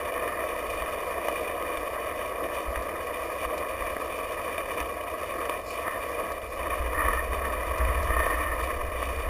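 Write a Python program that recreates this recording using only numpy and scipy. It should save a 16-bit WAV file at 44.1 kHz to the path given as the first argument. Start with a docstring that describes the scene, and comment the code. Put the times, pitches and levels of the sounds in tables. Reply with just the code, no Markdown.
"""Skateboard on asphalt.

Heard from a small camera the rider carries. Road grain keeps deck, trucks and wheels ringing;
pebbles knock, sand and gravel tick. Late on, the trucks chatter harder and wind buffets the microphone.
Ride rumble and faint hiss lie beneath. The camera's slow sample-and-hold adds a gritty sheen."""
import sys
import numpy as np
from scipy import signal
from scipy.fft import rfft, irfft
from scipy.io import wavfile
from scipy.ndimage import uniform_filter1d

SR = 44100
rng = np.random.default_rng(int(sys.argv[2]) if len(sys.argv) > 2 else 0)


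def wav_out(sig):
    """Save sig, one row per channel (or a flat mono array), as 16-bit PCM at SR to the path in sys.argv[1]."""
    wavfile.write(sys.argv[1], SR, np.round(np.clip(np.atleast_2d(sig).T, -1, 1) * 32767).astype(np.int16))


N = 409688

# road drive on the board: t/s, level/dB
ROAD_DRIVE = [(0.0, -32.5), (0.07, -32.5), (2.64, -33), (4.76, -33), (4.79, -31.5), (4.99, -34),
              (5.56, -32), (5.64, -39.5), (5.74, -33), (6.26, -32.5), (6.42, -38), (6.75, -29.5),
              (6.83, -33), (7.06, -25.5), (7.24, -31), (7.99, -29.5), (8.2, -26.5), (8.72, -32),
              (9.26, -34), (9.29, -29)]
# pebbles and cracks: t/s, level/dB, wheel tick offset/dB (both before the trims in knocks)
PEBBLES = [(0.14, -25.5, -8), (0.275, -22.5, -8), (0.438, -19, -22), (0.822, -19.5, -14), (1.284, -13, -16),
           (1.624, -20, -14), (1.772, -22, -6.5), (1.902, -25, -14), (2.487, -19.5, -22),
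           (2.758, -19.5, -14), (3.45, -18, -18), (3.645, -34, -25), (3.821, -22, -26), (3.966, -17, -23),
           (4.58, -23, -2.5), (4.802, -17, -12), (5.495, -14, -12.5), (5.88, -16, -20), (6.203, -22, -29),
           (6.614, -24, -20), (7.052, -16, -23), (7.084, -13.5, -25), (7.332, -18, -17), (7.85, -17.5, -14),
           (8.104, -13.5, -32), (8.166, -16, -25), (8.202, -15.5, -27), (8.265, -14, -28),
           (9.026, -18, -24)]
# sand and small stones: t/s, peak/dB
SAND_TICKS = [(0.701, -41), (0.745, -44), (1.284, -40), (2.546, -40), (2.822, -43), (3.579, -35),
              (4.802, -44), (5.496, -43), (6.319, -41), (7.781, -38), (8.029, -37), (8.638, -39)]
# dull camera jolts: t/s, peak/dB
CAMERA_JOLTS = [(1.772, -34), (2.676, -26.5), (2.762, -28), (3.452, -35), (3.805, -32), (4.803, -33),
                (6.795, -24)]

# deck resonances: f/Hz, width/Hz, level/dB
DECK_MODES = [(210, 79, -18), (328.5, 125, -8.5), (501.4, 127, 0), (619.7, 144, 1), (696, 53, -4.5)]
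# truck resonances: f/Hz, width/Hz, level/dB
TRUCK_MODES = [(996, 132, -5.5), (1119, 132, 0.5), (1242, 108, -5), (1682, 280, -13), (1801, 74, -9.5),
               (1969, 120, -8.5), (2150, 140, -15.5)]
# trucks in hard chatter: f/Hz, width/Hz, level/dB
RATTLE_MODES = [(304, 48, -8), (1110, 205, -2), (1236, 140, -3.5), (1550, 280, -22), (1816, 100, 3.5),
                (1950, 240, -9.5)]
# wheel resonances: f/Hz, width/Hz, level/dB
WHEEL_MODES = [(2397, 181, -2), (2516, 83, -10), (2868, 170, -14), (2998, 147, -12.5), (3336, 230, -21),
               (3602, 242, -18), (4605, 220, -22.5), (5635, 290, -21)]
# air-filled camera case: f/Hz, width/Hz, level/dB
CASE_MODES = [(25, 27, -3.5), (60.6, 24, 4.5)]
# ride rumble at the camera: f/Hz, width/Hz, level/dB
RUMBLE_MODES = [(30, 40, -8), (66, 38, 2.5), (92.5, 18, -8)]

# coarse asphalt, deck roars: centre t/s, length/s, drone boost/dB
COARSE_SPELLS = [(0.22, .14, 3.5), (0.44, 0.089, 3), (1.4, 0.33, 2), (2.44, .07, 3.5), (3.54, .12, 3),
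                 (6.19, 0.14, 2)]
# trucks shake loose: centre t/s, length/s, chatter boost/dB
LOOSE_SPELLS = [(0.3, 0.27, 2.5), (0.85, 0.06, 2), (5.9, 0.11, 2.5), (6.99, 0.061, 3), (7.19, .07, 2.5),
                (8.13, 0.1, 2), (8.46, .16, 2.5)]
# sand, wheels grind: centre t/s, length/s, grit boost/dB
SANDY_SPELLS = [(0.75, 0.2, 5.5), (1.06, 0.046, 5), (1.35, .25, 5.5), (3.44, .09, 4), (4.58, 0.79, 2.5),
                (5.74, 0.1, 4.5), (8.66, 0.035, 3), (9.04, 0.094, 3)]
# gusts on the microphone: centre t/s, length/s, level/dB
WIND_GUSTS = [(0.82, .2, -40), (3.85, .16, -46), (7.02, .25, -42), (7.855, 0.19, -30), (8.13, .2, -34),
              (9.28, 0.11, -35)]

CRUISE_DB = -33  # road drive in an easy roll
# base level; slope in dB per dB of drive
DRONE_DB, DRONE_SLOPE = -34.5, 0.69
CHATTER_DB, CHATTER_SLOPE = -36.5, 1.17
GRIT_DB, GRIT_SLOPE = -44.5, 0.6
DRONE_SAG_DB_PER_S, DRONE_DUCK_DB = 0.21, 4  # duck at full rattle
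RATTLE_MID_DB, RATTLE_KNEE_DB, LOOSE_RATTLE_WEIGHT = -29, 2.5, 1.44


def rolling(bounce_db=1.44, patch_db=1.1, drone_load_share=0.25, sand_drift_db=1.5):
    """Road grain under a varying load: the deck drones, the trucks chatter, the wheels grind."""
    drive_db = drive()
    loose_db = spells(LOOSE_SPELLS)
    chatter_db = CHATTER_DB + CHATTER_SLOPE * drive_db + loose_db
    # harder chatter shifts power into the rattle
    excess_db = chatter_db + LOOSE_RATTLE_WEIGHT * loose_db - RATTLE_MID_DB
    rattle_share = 1 / (1 + np.exp(-excess_db / RATTLE_KNEE_DB))
    fade_db = DRONE_SAG_DB_PER_S * np.arange(N) / SR + DRONE_DUCK_DB * rattle_share
    drone_db = DRONE_DB + DRONE_SLOPE * drive_db + spells(COARSE_SPELLS) - fade_db
    grit_db = GRIT_DB + GRIT_SLOPE * drive_db + spells(SANDY_SPELLS) + sand_drift_db * drift(9.6)
    load_db = bounce_db * drift(89) + patch_db * drift(26)

    deck = road_grain(DECK_MODES, drone_load_share * load_db, stones_per_s=8000, spread_db=2.0)
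    trucks = road_grain(TRUCK_MODES, load_db, stones_per_s=4000, spread_db=3.0)
    rattle = road_grain(RATTLE_MODES, load_db, stones_per_s=2000, spread_db=3.0)
    wheels = road_grain(WHEEL_MODES, load_db, stones_per_s=4000, spread_db=3.5)
    chatter = np.sqrt(1 - rattle_share) * trucks + np.sqrt(rattle_share) * rattle
    drone = from_db(drone_db) * flatten(deck)
    grit = from_db(grit_db) * flatten(wheels)
    return drone + from_db(chatter_db) * flatten(chatter) + grit


def drive(sway_start_s=5.05, crest_s=7.05, period_s=0.403, sway_db=0.84, paving_db=0.54):
    """Drive in dB above cruise: road, periodic sway of the load, uneven paving."""
    t = np.arange(N) / SR
    road_db = np.interp(t, *np.transpose(ROAD_DRIVE))
    onset = np.clip((t - sway_start_s) / period_s, 0, 1)
    sway = onset * np.cos(2 * np.pi * (t - crest_s) / period_s)
    return road_db - CRUISE_DB + sway_db * sway + paving_db * drift(7.3)


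def road_grain(modes, load_db, stones_per_s, spread_db):
    """Tiny blows from asphalt stones, scaled by wheel load, ring one body."""
    hits = rng.random(N) < stones_per_s / SR
    sizes = from_db(spread_db * np.clip(rng.standard_normal(N), -2, 2))
    signs = rng.choice([-1, 1], N)
    force = unit_rms(hits * sizes * signs * from_db(load_db))
    return excite(force, response(modes))


def knocks(board_trim_db=-1.5, tick_trim_db=3.0, deck_db=-5, crunch_s=0.002, crunch_db=-15, size=500):
    """One blow and a short crunch per pebble: the board knocks, the wheel ticks."""
    board = from_db(deck_db) * response(DECK_MODES) + response(TRUCK_MODES)
    wheel = response(WHEEL_MODES)
    decay = np.exp(-np.arange(size) / SR / crunch_s)
    blows = from_db(crunch_db) * decay * rng.standard_normal((len(PEBBLES), size))
    blows[:, 0] = 1  # impact ahead of the crunch
    out = np.zeros(N)
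    for (t_s, level_db, tick_db), blow in zip(PEBBLES, blows):
        start = round(t_s * SR)
        for body, offset_db in ((board, board_trim_db), (wheel, tick_trim_db + tick_db)):
            knock = signal.fftconvolve(blow, body)[:N - start]
            out[start:start + len(knock)] += from_db(level_db + offset_db) * knock / np.abs(knock).max()
    return out


def gravel(grains_per_s=7, force_db=-41, spread_db=2.5, crunch_s=0.0062, size=1000):
    """Loose grains crunch at random and ring the wheels."""
    sizes = from_db(force_db + spread_db * np.clip(rng.standard_normal(N), -2, 2))
    hits = rng.random(N) < grains_per_s / SR
    decay = np.exp(-np.arange(size) / SR / crunch_s)
    crunch = excite(hits * sizes, decay) * rng.standard_normal(N)
    return excite(crunch, response(WHEEL_MODES))


def sand_ticks(band_hz=(3000, 5800), decay_s=0.009, size=1100):
    """Grains crumble under a wheel in short, bright bursts."""
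    burst = rng.standard_normal(size) * np.exp(-np.arange(size) / SR / decay_s)
    return strike(SAND_TICKS, bandpass(burst, band_hz))


def wind_and_jolts(breeze_db=-34.5, breeze_mid_s=6.65, rise_s=0.19, eddy_db=1.5,
                   case_cutoff_hz=110, flutter_db=-21, flutter_hz=(150, 340)):
    """Breeze, gusts and jolts make the camera case boom; small eddies flutter above it."""
    breeze = from_db(breeze_db) / (1 + np.exp((breeze_mid_s - np.arange(N) / SR) / rise_s))
    gusts = sum(from_db(db) * bump(t_s, length_s) for t_s, length_s, db in WIND_GUSTS)
    lowpass = signal.butter(4, case_cutoff_hz, fs=SR, output="sos")
    case = signal.sosfilt(lowpass, response(CASE_MODES))
    boom = flatten(excite(rng.standard_normal(N), case), span_s=0.16)
    flutter = from_db(flutter_db) * unit_rms(bandpass(rng.standard_normal(N), flutter_hz))
    strength = (breeze + gusts) * from_db(eddy_db * drift(8))
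    return strength * (boom + flutter) + strike(CAMERA_JOLTS, case)


def rumble(level_db=-48):
    """The ride shakes the camera throughout."""
    shake = excite(rng.standard_normal(N), response(RUMBLE_MODES))
    return from_db(level_db) * flatten(shake, span_s=0.2)


def hiss(band_hz=(4200, 5800), level_db=-62, drift_db=2.0, swish_at_s=5.705, swish_db=-50.5):
    """Faint, uneven hiss with one soft swish."""
    floor = from_db(level_db + drift_db * drift(7.6))
    swish = from_db(swish_db) * bump(swish_at_s, length_s=0.076)
    return (floor + swish) * unit_rms(bandpass(rng.standard_normal(N), band_hz))


def response(modes, size=8192):
    """Unit-energy impulse response of steep-sided resonances; widths at -6 dB."""
    f_hz = np.arange(size // 2 + 1) * SR / size
    power = sum(from_db(db) ** 2 / (1 + (2 * (f_hz - centre_hz) / width_hz) ** 2) ** 2
                for centre_hz, width_hz, db in modes)
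    # fold the cepstrum for minimum phase
    cepstrum = irfft(np.log(power) / 2)
    cepstrum[1:size // 2] *= 2
    cepstrum[size // 2 + 1:] = 0
    ringing = irfft(np.exp(rfft(cepstrum)))
    return ringing / np.linalg.norm(ringing)


def excite(force, ringing):
    """Convolve a force with an impulse response."""
    return signal.oaconvolve(force, ringing)[:N]


def strike(events, ringing):
    """One clean blow per row of t/s, peak/dB."""
    force = np.zeros(N)
    for t_s, peak_db in events:
        force[round(t_s * SR)] = from_db(peak_db)
    return excite(force, ringing / np.abs(ringing).max())


def drift(rate_hz, hop=40, warmup=2000):
    """Slow random wander, rms 1."""
    pole = np.exp(-2 * np.pi * rate_hz * hop / SR)
    noise = rng.standard_normal(N // hop + warmup + 2)
    slow = signal.lfilter([1], [1, -2 * pole, pole * pole], noise)[warmup:]
    return np.interp(np.arange(N) / hop, np.arange(len(slow)), unit_rms(slow))


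def bump(centre_s, length_s):
    """Gaussian of height 1, length_s wide at half height."""
    distance = 2 * (np.arange(N) / SR - centre_s) / length_s
    return np.exp2(-np.minimum(distance ** 2, 60))


def spells(rows):
    """Boost in dB, one bump per row."""
    return sum(db * bump(t_s, length_s) for t_s, length_s, db in rows)


def bandpass(x, band_hz):
    """Butterworth band-pass, 12 dB/octave skirts."""
    return signal.sosfilt(signal.butter(2, band_hz, "band", fs=SR, output="sos"), x)


def flatten(x, span_s=0.12):
    """Remove slow swells; rms 1."""
    power = np.abs(uniform_filter1d(x ** 2, int(span_s * SR)))
    return x / np.sqrt(power + 1e-12)


def unit_rms(x):
    """Scale to rms 1."""
    return x / np.sqrt(np.mean(x ** 2) + 1e-20)


def from_db(db):
    """dB to gain."""
    return 10 ** (np.asarray(db) / 20)


def scene():
    """Board, wind and hiss at one microphone."""
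    return (rolling() + knocks() + gravel() + sand_ticks() + rumble() + wind_and_jolts() + hiss())[None]


def record(dry, clock_hz=12000, hold=4, cutoff_hz=15300):
    """Sample-and-hold mirrors the spectrum about the clock rate; a steep low-pass cuts the top."""
    slow = signal.resample_poly(dry, clock_hz, SR, axis=1)
    steps = np.repeat(slow, hold, axis=1)
    held = signal.resample_poly(steps, SR, hold * clock_hz, axis=1)[:, :N]
    lowpass = signal.ellip(12, 0.1, 80, cutoff_hz, fs=SR, output="sos")
    return signal.sosfilt(lowpass, held)


dry = scene()
out = record(dry)
wav_out(out)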